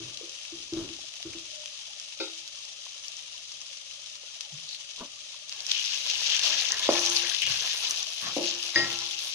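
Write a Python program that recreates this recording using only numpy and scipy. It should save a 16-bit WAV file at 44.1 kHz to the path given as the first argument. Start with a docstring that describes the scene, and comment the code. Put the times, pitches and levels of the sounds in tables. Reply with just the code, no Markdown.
"""Onions frying in a steel pot

Chopped onions fry in oil, heard from just above the rim: noise-and-ring bursts make the sizzle and spitting
drops, rising sine blips the bubbles. The pot is bumped softly on its burner (booming sine, rumbling noise) and
knocked (decaying modes, thud), a utensil clinks. Then a wooden spatula stirs: the sizzle flares as wet onion
meets hot metal, and the spatula scrapes (coloured noise, ringing slips) and knocks the pot again."""
import sys
import numpy as np
from scipy import signal
from scipy.fft import rfft, irfft
from scipy.io import wavfile

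SR = 44100
rng = np.random.default_rng(int(sys.argv[2]) if len(sys.argv) > 2 else 0)


def digitize_waveform(pressure):
    """Quantize a signal to 16-bit integers and store it at the path in sys.argv[1].

    Rows of a 2-D input are taken as channels; values are limited to [-1, 1].
    """
    field = np.atleast_2d(pressure).T
    bounded = np.clip(field, -1, 1)
    quanta = np.round(bounded * 32767).astype(np.int16)
    wavfile.write(sys.argv[1], SR, quanta)


N = 411894
TIME = np.arange(N) / SR

# spatula strokes: (start [s], length [s], flaring sizzle [dB], fine spray [dB], rubbing [dB],
#                   wet squelch [dB], left minus right [dB])
STIRRING = [(5.49, 0.2, -44, -61, -60.5, -60, 0), (5.668, 0.29, -34, -66, -58.5, -48.5, -1),
            (6.035, 0.23, -31.5, -68, -54.5, -51, -2), (6.238, 0.22, -30, -58, -54, -45, 0.5),
            (6.415, 0.27, -28.5, -57, -47, -38, -0.5), (6.68, 0.29, -37.5, -68, -46.5, -40, -5.5),
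            (6.881, 0.3, -30.5, -45, -42.5, -71, 1.5), (7.15, 0.2, -36, -58, -71, -40.5, 8),
            (7.447, 0.38, -31.5, -50, -50.5, -43, -3), (7.872, 0.14, -37, -50.5, -54, -61, -3.5),
            (8.193, 0.075, -38.5, -53, -49, -51, -7), (8.403, 0.27, -36.5, -63, -55, -56, -2.5),
            (8.726, 0.12, -35, -62, -42.5, -36, -4.5), (9.185, 0.094, -40, -50, -58.5, -71, -8)]


def from_db(db):
    """Decibels to gain."""
    return 10 ** (np.asarray(db) / 20)


def sides(level_db, left_minus_right_db):
    """Gains of left and right, as a column."""
    return from_db(level_db + left_minus_right_db * np.array([[.5], [-.5]]))


def rms_one(x):
    """Scale to rms 1."""
    return x / np.sqrt(np.mean(x ** 2) + 1e-20)


def at_hz(points, hz):
    """Read a spectrum in dB on a log-frequency axis."""
    f, db = np.transpose(points)
    return np.interp(np.log(np.maximum(hz, 1)), np.log(f), db)


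def drift(per_s):
    """Random wander: straight lines between normal draws of spread 1, so many per second."""
    knots = rng.standard_normal(4096)
    return np.interp(TIME * per_s, np.arange(len(knots)), knots)


def colour(x, points, size=4096):
    """Causal (minimum-phase) filter with the given spectrum, made by folding its cepstrum."""
    hz = np.fft.rfftfreq(size, 1 / SR)
    cepstrum = irfft(np.log(from_db(at_hz(points, hz))))
    cepstrum[1:size // 2] *= 2
    cepstrum[size // 2 + 1:] = 0
    response = irfft(np.exp(rfft(cepstrum)))
    return signal.oaconvolve(x, response[None], axes=-1)[:, :x.shape[1]]


def stereo_noise(side_db, size):
    """White noise, alike on both sides but for a side part."""
    mid, side = rng.standard_normal((2, size))
    return mid + from_db(side_db) * side * np.array([[1], [-1]])


def fade(t, t60):
    """Exponential decay, 60 dB in t60 seconds."""
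    return from_db(-60 * t / t60)


def add(out, s, sound):
    """Mix a sound in at a time in seconds."""
    at = max(round(s * SR), 0)
    out[:, at:at + sound.shape[1]] += sound[:, :N - at]


def burst(hz, cycles, ring_db, wall_db, wall_t60, size=3000):
    """One bursting bubble: a snap, ringing (60 dB down after `cycles`), scatter between steel walls; energy 1."""
    t = TIME[:size]
    phase = rng.uniform(0, np.pi, (2, 1))
    snap = rms_one(rng.standard_normal((2, size)) * fade(t, 0.00051))
    ring = rms_one(np.sin(2 * np.pi * hz * t + phase) * fade(t, cycles / hz))
    walls = rms_one(rng.standard_normal((2, size)) * fade(t, wall_t60))
    return rms_one(snap + from_db(ring_db) * ring + from_db(wall_db) * walls) / np.sqrt(size)


def crackle(per_s, spread_db, biggest, clump_db, low_hz, high_hz, cycles, ring_db, wall_db, count=10):
    """Bubbles of uneven strength burst at random, swelling together, at spots of different pitch; rms 1."""
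    born = np.flatnonzero(rng.random(N) < per_s / SR)
    sizes_db = spread_db * np.minimum(rng.exponential(1, len(born)), biggest)
    sizes_db = sizes_db + clump_db * drift(45)[born]
    sizes = from_db(sizes_db) * rng.choice([-1, 1], len(born))
    spot = rng.integers(0, count, len(born))
    out = np.zeros((2, N), np.float32)
    for k, hz in enumerate(np.geomspace(low_hz, high_hz, count)):
        clicks = np.zeros((1, N), np.float32)
        clicks[0, born[spot == k]] = sizes[spot == k]
        bubble = burst(hz, cycles, ring_db, wall_db, wall_t60=0.069, size=1600)
        out += signal.oaconvolve(clicks, bubble.astype(np.float32), axes=-1)[:, :N]
    return rms_one(out)


def blips(per_s, low_hz, high_hz, cycles, rise, spread_db):
    """Pockets of steam open; each rings briefly, its pitch rising by 2 * rise over its t60; rms 1."""
    out = np.zeros((2, N))
    for when, pitch, strength, phase in rng.random(size=(5000, 4))[:int(per_s * N / SR)]:
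        hz = low_hz * (high_hz / low_hz) ** pitch
        life_s = cycles / hz
        t = TIME[:int(life_s * SR)]
        turns = hz * t * (1 + rise * t / life_s) + phase
        ring = np.sin(2 * np.pi * turns) * fade(t, life_s) * (1 - np.exp(-t * hz))
        add(out, when * N / SR, from_db(spread_db * strength ** 2) * ring[None])
    return rms_one(out)


def simmer(gain):
    """The steady fine sizzle of onions lying in oil: dense, tiny bubble bursts."""
    # (frequency [Hz], level [dB])
    simmer_spectrum = [(300, -36.5), (600, -19.5), (1500, -14), (2000, -9.5), (2800, -2), (3300, 1.5),
                       (4300, -1.5), (6200, 0), (7200, -6.5), (8100, -15.5), (9800, -13.5), (11500, -33),
                       (15500, -92)]
    bubbles = crackle(per_s=7000, spread_db=3.2, biggest=6.2, clump_db=1.0, low_hz=2740, high_hz=6800,
                      cycles=34.0, ring_db=-6, wall_db=4.5)
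    return gain * rms_one(colour(bubbles, simmer_spectrum))


def stove():
    """The low murmur of burner and kitchen: coloured noise of wandering level."""
    # (frequency [Hz], level per Hz [dB])
    murmur_spectrum = [(25, -38), (70, -9.5), (140, -7), (200, -19.5), (300, -14), (430, -17.5), (600, -2),
                       (730, -17.5), (1050, -23), (1200, -3.5), (1500, -23.5), (3000, -58)]
    level_db = -66 + 1.8 * drift(7)
    return from_db(level_db) * rms_one(colour(stereo_noise(side_db=-2.5, size=N), murmur_spectrum))


def bubbling():
    """Larger, slower bubbles in the pool of oil: patches of small ones and single plops."""
    # big bubbles: (time [s], level [dB], pitch [Hz])
    big_bubbles = [(0.452, -45, 1650), (0.989, -44, 800), (1.04, -49, 640), (1.202, -47, 708),
                   (1.634, -47, 860), (2.865, -43, 1100), (2.985, -51, 900), (4.235, -48, 610),
                   (4.405, -45, 1200), (5.345, -42.5, 1000), (9.258, -41, 746)]
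    pool_db, swing_db, swings_per_s = -69, 1, 7
    pool = blips(per_s=110, low_hz=540, high_hz=1500, cycles=40, rise=.015, spread_db=9)
    out = from_db(pool_db) * rms_one(pool * from_db(swing_db * drift(swings_per_s)))
    for s, level_db, hz in big_bubbles:
        plop = burst(hz, cycles=25, ring_db=-12, wall_db=-2, wall_t60=.11, size=5000)
        plop = colour(plop, [(hz / 4, -36), (hz / 1.4, -3), (hz, 0), (hz * 1.5, -5), (hz * 4, -28), (hz * 8, -50)])
        add(out, s, from_db(level_db) * plop / np.abs(plop).max())
    return out


def bumps(size=22000):
    """Each soft rock makes the loaded bottom boom until it seats again, while the burner frame rumbles."""
    # rocks of the pot: (time [s], boom level [dB], boom pitch [Hz], rumble level [dB], rumble t60 [s])
    rocks = [(0.001, -42, 334, -49.5, 0.74), (0.228, -47, 336, -64, .1), (0.523, -41, 335, -54.5, 1),
             (0.724, -29.5, 332, -42, 0.62), (0.767, -28, 331, -41.5, 0.6), (0.806, -46, 331, -40.5, 0.43),
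             (0.904, -42, 331, -64, 0.17), (1.252, -36, 331, -47, 0.7), (1.349, -43, 334, -50, 0.3)]
    # (frequency [Hz], level [dB])
    rumble_spectrum = [(20, -12), (60, -0.5), (130, 0.5), (200, -7.5), (270, 0), (380, 2), (480, -9.5),
                       (600, -6), (750, -19), (1150, -14), (1600, -19.5), (4000, -50)]
    boom_t60_s, hold_s, swell_s = 0.1, 0.019, 0.0021
    tail_db, tail_t60_s = -18, 0.62   # the bottom rings on faintly
    out, t = np.zeros((2, N)), TIME[:size]
    dying = fade(np.maximum(t - hold_s, 0), boom_t60_s) + from_db(tail_db) * fade(t, tail_t60_s)
    swell = 1 - np.exp(-t / swell_s)
    for s, boom_db, hz, rumble_db, rumble_t60_s in rocks:
        boom = np.sin(2 * np.pi * hz * t) * dying
        rumble = rms_one(colour(stereo_noise(side_db=-7.0, size=size), rumble_spectrum)) * fade(t, rumble_t60_s)
        add(out, s, swell * (from_db(boom_db) * boom + from_db(rumble_db) * rumble))
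    return out


def knocks(size=44000):
    """A blow wakes the modes near its own pitch (low if soft, high if hard), with a thud that dies in the room."""
    # blows: (time [s], ring level [dB], thud level [dB], centre [Hz], spread [octaves], reach to far modes [dB],
    #         sharp first impact [dB], swell [s], multiple of each mode's t60 [-], delay until a touch muffles it [s])
    blows = [(0.012, -39, -54, 125, 0.3, -50, -20, 0.01, 1, .16),
             (0.21, -52.5, -46, 443, 0.23, -50, -2, 0.0018, 1, .03),
             (0.245, -47, -59, 525, 0.075, -50, -18, 0.0059, 1, .02),
             (4.52, -37, -46.5, 157, 0.19, -45, -2, 0.011, 1, .3),
             (6.462, -45.5, -40, 680, 0.75, -50, -13, 0.0024, 1, 0.24),
             (6.8905, -26.5, -19.5, 502, 0.66, -18, 1, 0.00043, 1.8, 0.36),
             (7.4179, -80, -27, 2600, 0.26, -51, -17, 0.00026, 1, .1),
             (7.441, -39, -45, 147, 0.48, -50, -18, 0.03, 1.3, 0.24),
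             (8.225, -50.5, -47, 208, 0.52, 2, -20, 0.032, 1, 0.35),
             (8.366, -29, -26.5, 420, 0.62, -50, -7, 0.0037, .9, .39),
             (8.759, -13, -27.5, 1995, 0.14, -18, 0, 0.00057, .95, .5),
             (8.768, -60, -31.5, 370, 0.76, -50, -29, 0.0091, 1, .2)]
    # modes of the pot: (frequency [Hz], level [dB], t60 [s])
    pot_modes = [(122, -13, .9), (205, -14, .6), (331, -8, .35), (345, -5.5, .95), (533, -13, .22),
                 (575, -4.5, .25), (818, -11.5, 1.3), (1061, -18, .7), (1087, -16, .7), (1351, -6, .9),
                 (1884, 0, .3), (2110, -17, .45), (2595, -9, .26), (3122, -10, .26), (3865, -2, .3),
                 (4890, 8, .14), (4935, 12, .34), (5717, -1, .3)]
    # (frequency [Hz], level per Hz [dB])
    thud_spectrum = [(30, -7), (110, 9.5), (230, -3.5), (340, -1), (430, -14), (600, 1), (740, -8.5),
                     (1100, -3), (1500, -4), (2000, -22), (5000, -5), (9000, -20), (15000, -33)]
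    least_split_hz, twin_db = 7.04, -10.5   # modes lie in close pairs that beat
    muffled_t60_s = .3
    out, t = np.zeros((2, N)), TIME[:size]
    hz, mode_db, t60 = np.transpose(pot_modes)
    phase = (2 * np.pi * hz[:, None] * t).astype(np.float32)
    grid = np.geomspace(30, 16000, 80)
    dying = fade(t, 0.031) + from_db(-2.5) * fade(t, 0.39)
    for s, ring_db, thud_db, centre_hz, octaves, far_db, impact_db, swell_s, stretch, free_s in blows:
        reach_db = np.maximum(-4.3 * (np.log2(grid / centre_hz) / octaves) ** 2, -50)
        woken = from_db(np.maximum(np.interp(hz, grid, reach_db), far_db))
        split_hz = least_split_hz * (1 + rng.random((len(hz), 1)))
        twin = np.cos((phase + 2 * np.pi * split_hz * t).astype(np.float32))
        pairs = np.sin(phase) + from_db(twin_db) * twin
        ring = (woken * from_db(mode_db)) @ (pairs * fade(t, stretch * t60[:, None]))
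        ring = ring * fade(np.maximum(t - free_s, 0), muffled_t60_s)
        contact = 1 - np.exp(-t / swell_s)
        push = stereo_noise(side_db=-6.5, size=size) * dying * contact
        push[:, 0] += from_db(impact_db) * np.linalg.norm(dying)   # the blow itself, ahead of its echoes
        thud = rms_one(colour(push, np.c_[grid, reach_db + at_hz(thud_spectrum, grid)]))
        thud = thud * np.sqrt(np.mean(dying ** 2))
        add(out, s, from_db(ring_db) * contact * ring + from_db(thud_db) * thud)
    return out


def spits(sizzle):
    """Water drops blow up singly, each coloured around its pitch; lesser ones are random and grow with the sizzle."""
    # the loudest drops: (time [s], peak level [dB], pitch [Hz], left minus right [dB])
    loudest = [(0.1731, -21, 3900, 0), (0.2947, -26, 5490, -2), (0.452, -28, 2500, -4),
               (0.736, -21, 3800, 2), (0.89, -29, 2900, 0), (1.139, -26, 3180, -3),
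               (1.2276, -19.5, 3530, -3), (1.335, -29, 2400, -3), (1.6585, -22, 3400, -1),
               (1.9991, -21, 5360, -9), (2.4772, -22, 4310, -4), (2.557, -26, 4200, 0),
               (2.651, -27, 5120, 0), (3.0826, -22, 5380, 7), (3.168, -27, 5700, 1), (3.379, -25, 2920, -2),
               (3.519, -24, 4400, 2), (3.616, -23, 5150, -1), (4.4084, -19, 4000, 6),
               (4.6898, -22, 4030, -4), (4.748, -24, 3190, -3), (4.998, -26, 4000, 0),
               (5.4945, -21, 4600, 2), (5.5251, -17, 4500, -7), (5.605, -19, 4600, 0),
               (5.6662, -15, 5410, -11), (5.7157, -8, 4090, -10), (5.932, -18, 3060, 0),
               (6.065, -16, 3150, -5), (6.301, -13, 3200, 0), (6.347, -14, 2700, 0), (6.366, -12, 4300, 0),
               (6.394, -10, 3720, 4), (6.4358, -9, 4290, -1), (6.611, -12, 4500, 0), (6.7203, -7, 5800, 0),
               (6.7943, -12, 4620, 0), (7.0624, -6, 4950, -3), (7.073, -12, 3200, -4),
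               (7.0995, -13, 6370, 3), (7.1648, -9, 4710, -2), (7.2978, -11, 3200, 2),
               (7.3472, -12, 3210, 3), (7.4195, -12, 2900, 2), (7.431, -14, 2500, 2), (7.438, -17, 2300, 2),
               (7.4655, -14, 3120, -3), (7.9093, -10, 6150, 0), (8.0288, -15, 5660, 3),
               (8.511, -18, 4500, 0), (8.549, -21, 5520, 0), (8.9026, -18, 3110, -4),
               (8.9887, -18, 4720, -3), (9.19, -16, 4000, -3)]
    # (frequency [Hz], level [dB])
    spit_spectrum = [(80, -34), (400, -18.5), (1400, -4), (2800, 1.5), (4300, 1.5), (6200, 10), (8100, -4),
                     (9800, -6.5), (12000, -12), (15500, -82)]
    lesser_per_s, over_sizzle_db, spread_db = 24, 9.5, 1.8
    out = np.zeros((2, N))
    grid = np.geomspace(80, 16000, 40)
    lesser = []
    for _ in range(int(lesser_per_s * N / SR)):
        at = rng.integers(0, N)
        a, b, c = rng.standard_normal(3)
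        peak_db = 20 * np.log10(sizzle[at]) + over_sizzle_db + spread_db * a
        lesser.append((at / SR, peak_db, 4400 * 2 ** (0.51 * np.tanh(b)), 3 * c))
    for s, peak_db, hz, pan_db in loudest + lesser:
        focus_db = np.maximum(-7 * np.log2(grid / hz) ** 2, -7)
        pop = burst(hz, cycles=12, ring_db=-3, wall_db=-3.5, wall_t60=.08)
        pop = colour(pop, np.c_[grid, at_hz(spit_spectrum, grid) + focus_db])
        pop = pop / np.abs(pop).max(axis=1, keepdims=True)
        add(out, s, sides(peak_db, pan_db) * pop)
    return out


def jets(size=16000):
    """Steam squeezed from under the onion sputters and excites the gap it escapes through; each hiss swells and dies."""
    # pitched hisses: (time [s], length [s], level [dB], pitch [Hz], width [Hz])
    hisses = [(1.472, 0.27, -56, 605, 22), (3.05, 0.035, -46, 4500, 1990), (4.67, 0.11, -40.5, 4180, 700),
              (5.7132, 0.0065, -17.5, 3700, 900), (5.719, 0.11, -33.5, 2980, 700),
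              (6.289, 0.09, -30, 3150, 800), (6.426, 0.076, -39, 5100, 2500),
              (6.819, 0.066, -29, 3600, 900), (6.895, 0.3, -32, 5940, 596), (7.167, 0.0058, -19, 4600, 450),
              (7.428, 0.099, -35, 2860, 505), (7.817, 0.086, -47.5, 1000, 198),
              (8.223, 0.09, -44.5, 1170, 112), (8.218, 0.075, -45, 1800, 152)]
    out, t = np.zeros((2, N)), TIME[:size]
    for s, length_s, level_db, hz, width_hz in hisses:
        steps = np.repeat(rng.standard_normal(size), 100)[:size]   # level held for 100 samples at a time
        sputter = stereo_noise(side_db=-3, size=size) * from_db(3.0 * steps)
        r = np.exp(-np.pi * width_hz * np.sqrt(2) / SR)
        gap = [1, 0, -1, 1, -2 * r * np.cos(2 * np.pi * hz / SR), r * r]   # two-pole resonance, used twice
        swell = np.sqrt(np.abs(np.sin(np.pi * np.clip(t / length_s, 0, 1))))
        add(out, s, from_db(level_db) * swell * rms_one(signal.sosfilt([gap, gap], sputter)))
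    return out


def clink(size=22000):
    """A utensil lands beside the pot and rattles to rest; each mode has its own level at each microphone."""
    # modes of the utensil: (frequency [Hz], level [dB], t60 [s])
    utensil_modes = [(327, -7, 0.56), (373, -20, 0.3), (450, -15, 0.22), (532.6, -4.5, 0.3),
                     (816, -22, 0.18), (1280, -16, 0.19), (1460, -24, 0.33), (2114, -20, 0.48),
                     (2600, -6, 0.14), (2630, -14, 0.11), (3530, -3, 0.13), (3810, -0.5, 0.3),
                     (4660, 3, 0.11)]
    # touches: (time after landing [s], level [dB])
    touches = [(0, 0), (.011, -5), (.033, -8.5), (.074, -15)]
    # (frequency [Hz], level [dB])
    clunk_spectrum = [(30, -80), (120, -54), (250, -5), (340, 20.5), (520, 5), (680, -2), (900, 7),
                      (1100, -16), (1370, 11), (1800, -13), (2500, 10), (3100, -35), (3800, 1), (4700, 8),
                      (9000, -33), (15000, -42)]
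    landing_s, level_db = 2.2003, -28.5
    out, t = np.zeros((2, N)), TIME[:size]
    for delay_s, bounce_db in touches:
        ring = np.zeros((2, size))
        for hz, db, t60 in utensil_modes:
            mode_gain = from_db(db + rng.normal(0, 1 + hz / 1500, (2, 1)))
            ring += mode_gain * np.sin(2 * np.pi * hz * t) * fade(t, t60)
        ring = ring * (1 - np.exp(-t / .001))
        clunk = colour(stereo_noise(side_db=-4, size=size) * fade(t, .13), clunk_spectrum)
        clunk = clunk / np.abs(clunk).max()
        touch = from_db(-7) * ring + from_db(6) * clunk
        add(out, landing_s + delay_s, from_db(level_db + bounce_db) * touch)
    return out


def nudge(size=14000):
    """Small scuffing slips crowd to a peak and fall away as the pot settles on the burner."""
    # modes the slips wake: (frequency [Hz], level [dB], t60 [s])
    slip_modes = [(248, -7, 0.1), (430, -11, 0.06), (575, -13, 0.2), (1003, -1, 0.054), (1100, -11, .1),
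                  (1340, -17, .06)]
    # base over grate: (frequency [Hz], level [dB])
    scuff_spectrum = [(90, -24), (200, 3), (290, 1), (360, -7), (460, -3), (650, -1), (780, -12), (1000, 2),
                      (1250, -4), (1700, -18), (4000, -45)]
    peak_s, level_db, scuff_db = 5.01, -39.5, -2.5
    rise_s, fall_s = .014, .016   # time constants
    out, t = np.zeros((2, N)), TIME[:size]
    for offset_s in np.arange(-.044, .05, .008) + rng.normal(0, .0025, size=12):
        strength = np.exp(min(offset_s / rise_s, -offset_s / fall_s))
        ring = np.zeros(size)
        for hz, db, t60 in slip_modes:
            ring += from_db(db + rng.normal(0, 4.1)) * np.sin(2 * np.pi * hz * t) * fade(t, t60)
        scuff = rms_one(colour(stereo_noise(side_db=-8, size=size), scuff_spectrum)) * fade(t, 0.16)
        add(out, peak_s + offset_s, from_db(level_db) * strength * (ring + from_db(scuff_db) * scuff))
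    return out


def stroke_gain(levels_db, t60):
    """Every stroke swells at its place in the pot, holds while the spatula moves, then dies away; powers add."""
    attack_s = 0.03
    power = np.zeros((2, N))
    t = TIME[:2 * SR]
    for (start_s, length_s, *_, pan_db), level_db in zip(STIRRING, levels_db):
        gain = np.minimum(t / attack_s, 1) * fade(np.maximum(t - length_s, 0), t60)
        add(power, start_s, (sides(level_db, pan_db) * gain) ** 2)
    return np.sqrt(power)


def flare(gain, spray_gain):
    """Turned onion hits hot steel: coarser crackle in uneven surges, with a fine, fitful spray on top."""
    # (frequency [Hz], level [dB])
    flare_spectrum = [(400, -24.5), (1400, -11.5), (2000, -10), (2800, 1), (3400, 3.5), (4800, 2.5),
                      (5400, 3), (6200, 3), (7200, -5), (8100, -15), (9500, -70), (11500, -25),
                      (15500, -72)]
    # (frequency [Hz], level [dB])
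    spray_spectrum = [(5000, -101), (8200, -2), (9500, 7), (10700, -1), (12000, -9), (15000, -23)]
    surge_db, surges_per_s = 1.0, 14
    flicker_db, flickers_per_s = 2, 24
    bubbles = crackle(per_s=6500, spread_db=4.5, biggest=4.3, clump_db=1.4, low_hz=2190, high_hz=6130,
                      cycles=18.4, ring_db=-2.0, wall_db=0.5)
    spray = crackle(per_s=1500, spread_db=4.0, biggest=4.0, clump_db=2.5, low_hz=8000, high_hz=14000,
                    cycles=10, ring_db=-6, wall_db=3, count=4)
    surging = from_db(surge_db * drift(surges_per_s)) * colour(bubbles, flare_spectrum)
    fitful = from_db(flicker_db * drift(flickers_per_s)) * colour(spray, spray_spectrum)
    return gain * rms_one(surging) + spray_gain * rms_one(fitful)


def slips(size=2400):
    """The wooden edge sticks and slips unevenly; every slip rings the blade against the bottom; rms 1."""
    # resonances of blade and bottom: (frequency [Hz], level [dB], t60 [s])
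    blade_modes = [(640, -8, .06), (1080, -2, .11), (1720, 0, .09), (2200, 0, .07)]
    slips_per_s, spread_db = 80, 1.5
    wander_octaves, wanders_per_s = .05, 7   # resonances shift as the blade travels
    out, t = np.zeros((2, N)), TIME[:size]
    count = int(slips_per_s * N / SR)
    when = rng.integers(0, N, size=count)
    chance = rng.standard_normal(size=(count, 5))   # one per mode, the last shared by all
    for k, (hz, db, t60) in enumerate(blade_modes):
        centre_hz = hz * 2 ** (wander_octaves * drift(wanders_per_s))
        dying = fade(t, t60)
        for at, luck in zip(when, chance):
            gain = from_db(db + spread_db * np.clip(luck[-1] + .5 * luck[k], -2, 2))
            add(out, at / SR, (gain * np.sin(2 * np.pi * centre_hz[at] * t) * dying)[None])
    return rms_one(out)


def scrape(rub_gain, squelch_gain):
    """Wood drags over the bottom, catching and freeing itself, and squeezes the wet onion."""
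    # (frequency [Hz], level [dB])
    scrape_spectrum = [(40, -13), (110, -3), (250, -13), (450, -1), (620, -1), (780, -1.5), (1100, 2),
                       (1450, -1), (1900, -5), (3000, -30), (6000, -40)]
    catch_db, catches_per_s = 2.4, 32
    catching = from_db(catch_db * drift(catches_per_s))
    friction = stereo_noise(side_db=-3.5, size=N) * from_db(2.1 * drift(110))
    friction = rms_one(colour(friction, scrape_spectrum))
    mash = blips(per_s=150, low_hz=500, high_hz=1400, cycles=35, rise=.02, spread_db=12)
    rub = from_db(-2.5) * friction + from_db(-7) * mash + from_db(-4) * slips()
    squelch = blips(per_s=450, low_hz=1550, high_hz=2800, cycles=36, rise=.02, spread_db=10)
    return catching * (rub_gain * rub + from_db(-4.5) * squelch_gain * squelch)


def scene():
    """The onions simmer throughout; each stroke of the spatula scrapes and makes the sizzle flare."""
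    simmer_db, sag_db_per_s = -42, 0.33   # undisturbed frying sinks as the onions dry
    turned_s, turned_rise_s, turned_db, turned_spray_db = 5.6, 0.18, -36, -55   # once turned, they fry harder
    flare_t60_s, spray_t60_s, rub_t60_s, squelch_t60_s = 0.74, 0.35, 1, 0.32   # decay after each stroke
    _, _, flare_db, spray_db, rub_db, squelch_db, _ = np.transpose(STIRRING)
    calm = from_db(simmer_db - sag_db_per_s * TIME)
    turned = np.clip((TIME - turned_s) / turned_rise_s, 0, 1)
    flaring = np.hypot(stroke_gain(flare_db, flare_t60_s), from_db(turned_db) * turned)
    spraying = np.hypot(stroke_gain(spray_db, spray_t60_s), from_db(turned_spray_db) * turned)
    sizzle = np.hypot(calm, flaring.mean(axis=0))
    frying = simmer(calm) + bubbling() + spits(sizzle) + jets() + flare(flaring, spraying)
    scraping = scrape(stroke_gain(rub_db, rub_t60_s), stroke_gain(squelch_db, squelch_t60_s))
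    return frying + stove() + bumps() + knocks() + clink() + nudge() + scraping


def record(dry):
    """Each microphone has its own colour and the left hears a little later; the top is cut."""
    # how the microphones hear the pot: (frequency [Hz], left minus right [dB])
    balance = [(300, 1), (650, 1), (850, 2.5), (1400, -0.5), (2000, 3.5), (2900, 12), (4000, 5.5),
               (6000, 6), (7800, -3), (9600, 4), (10800, 7), (12000, -14.5), (15000, -24.5)]
    left_lag_s, cutoff_hz = .0001, 15600
    left = colour(dry[:1], [(hz, db / 2) for hz, db in balance])
    left = np.pad(left, ((0, 0), (round(left_lag_s * SR), 0)))[:, :N]
    right = colour(dry[1:], [(hz, -db / 2) for hz, db in balance])
    low_pass = signal.ellip(10, .1, 90, cutoff_hz, fs=SR, output="sos")
    return signal.sosfilt(low_pass, np.vstack([left, right]))


dry = scene()
out = record(dry)
digitize_waveform(out)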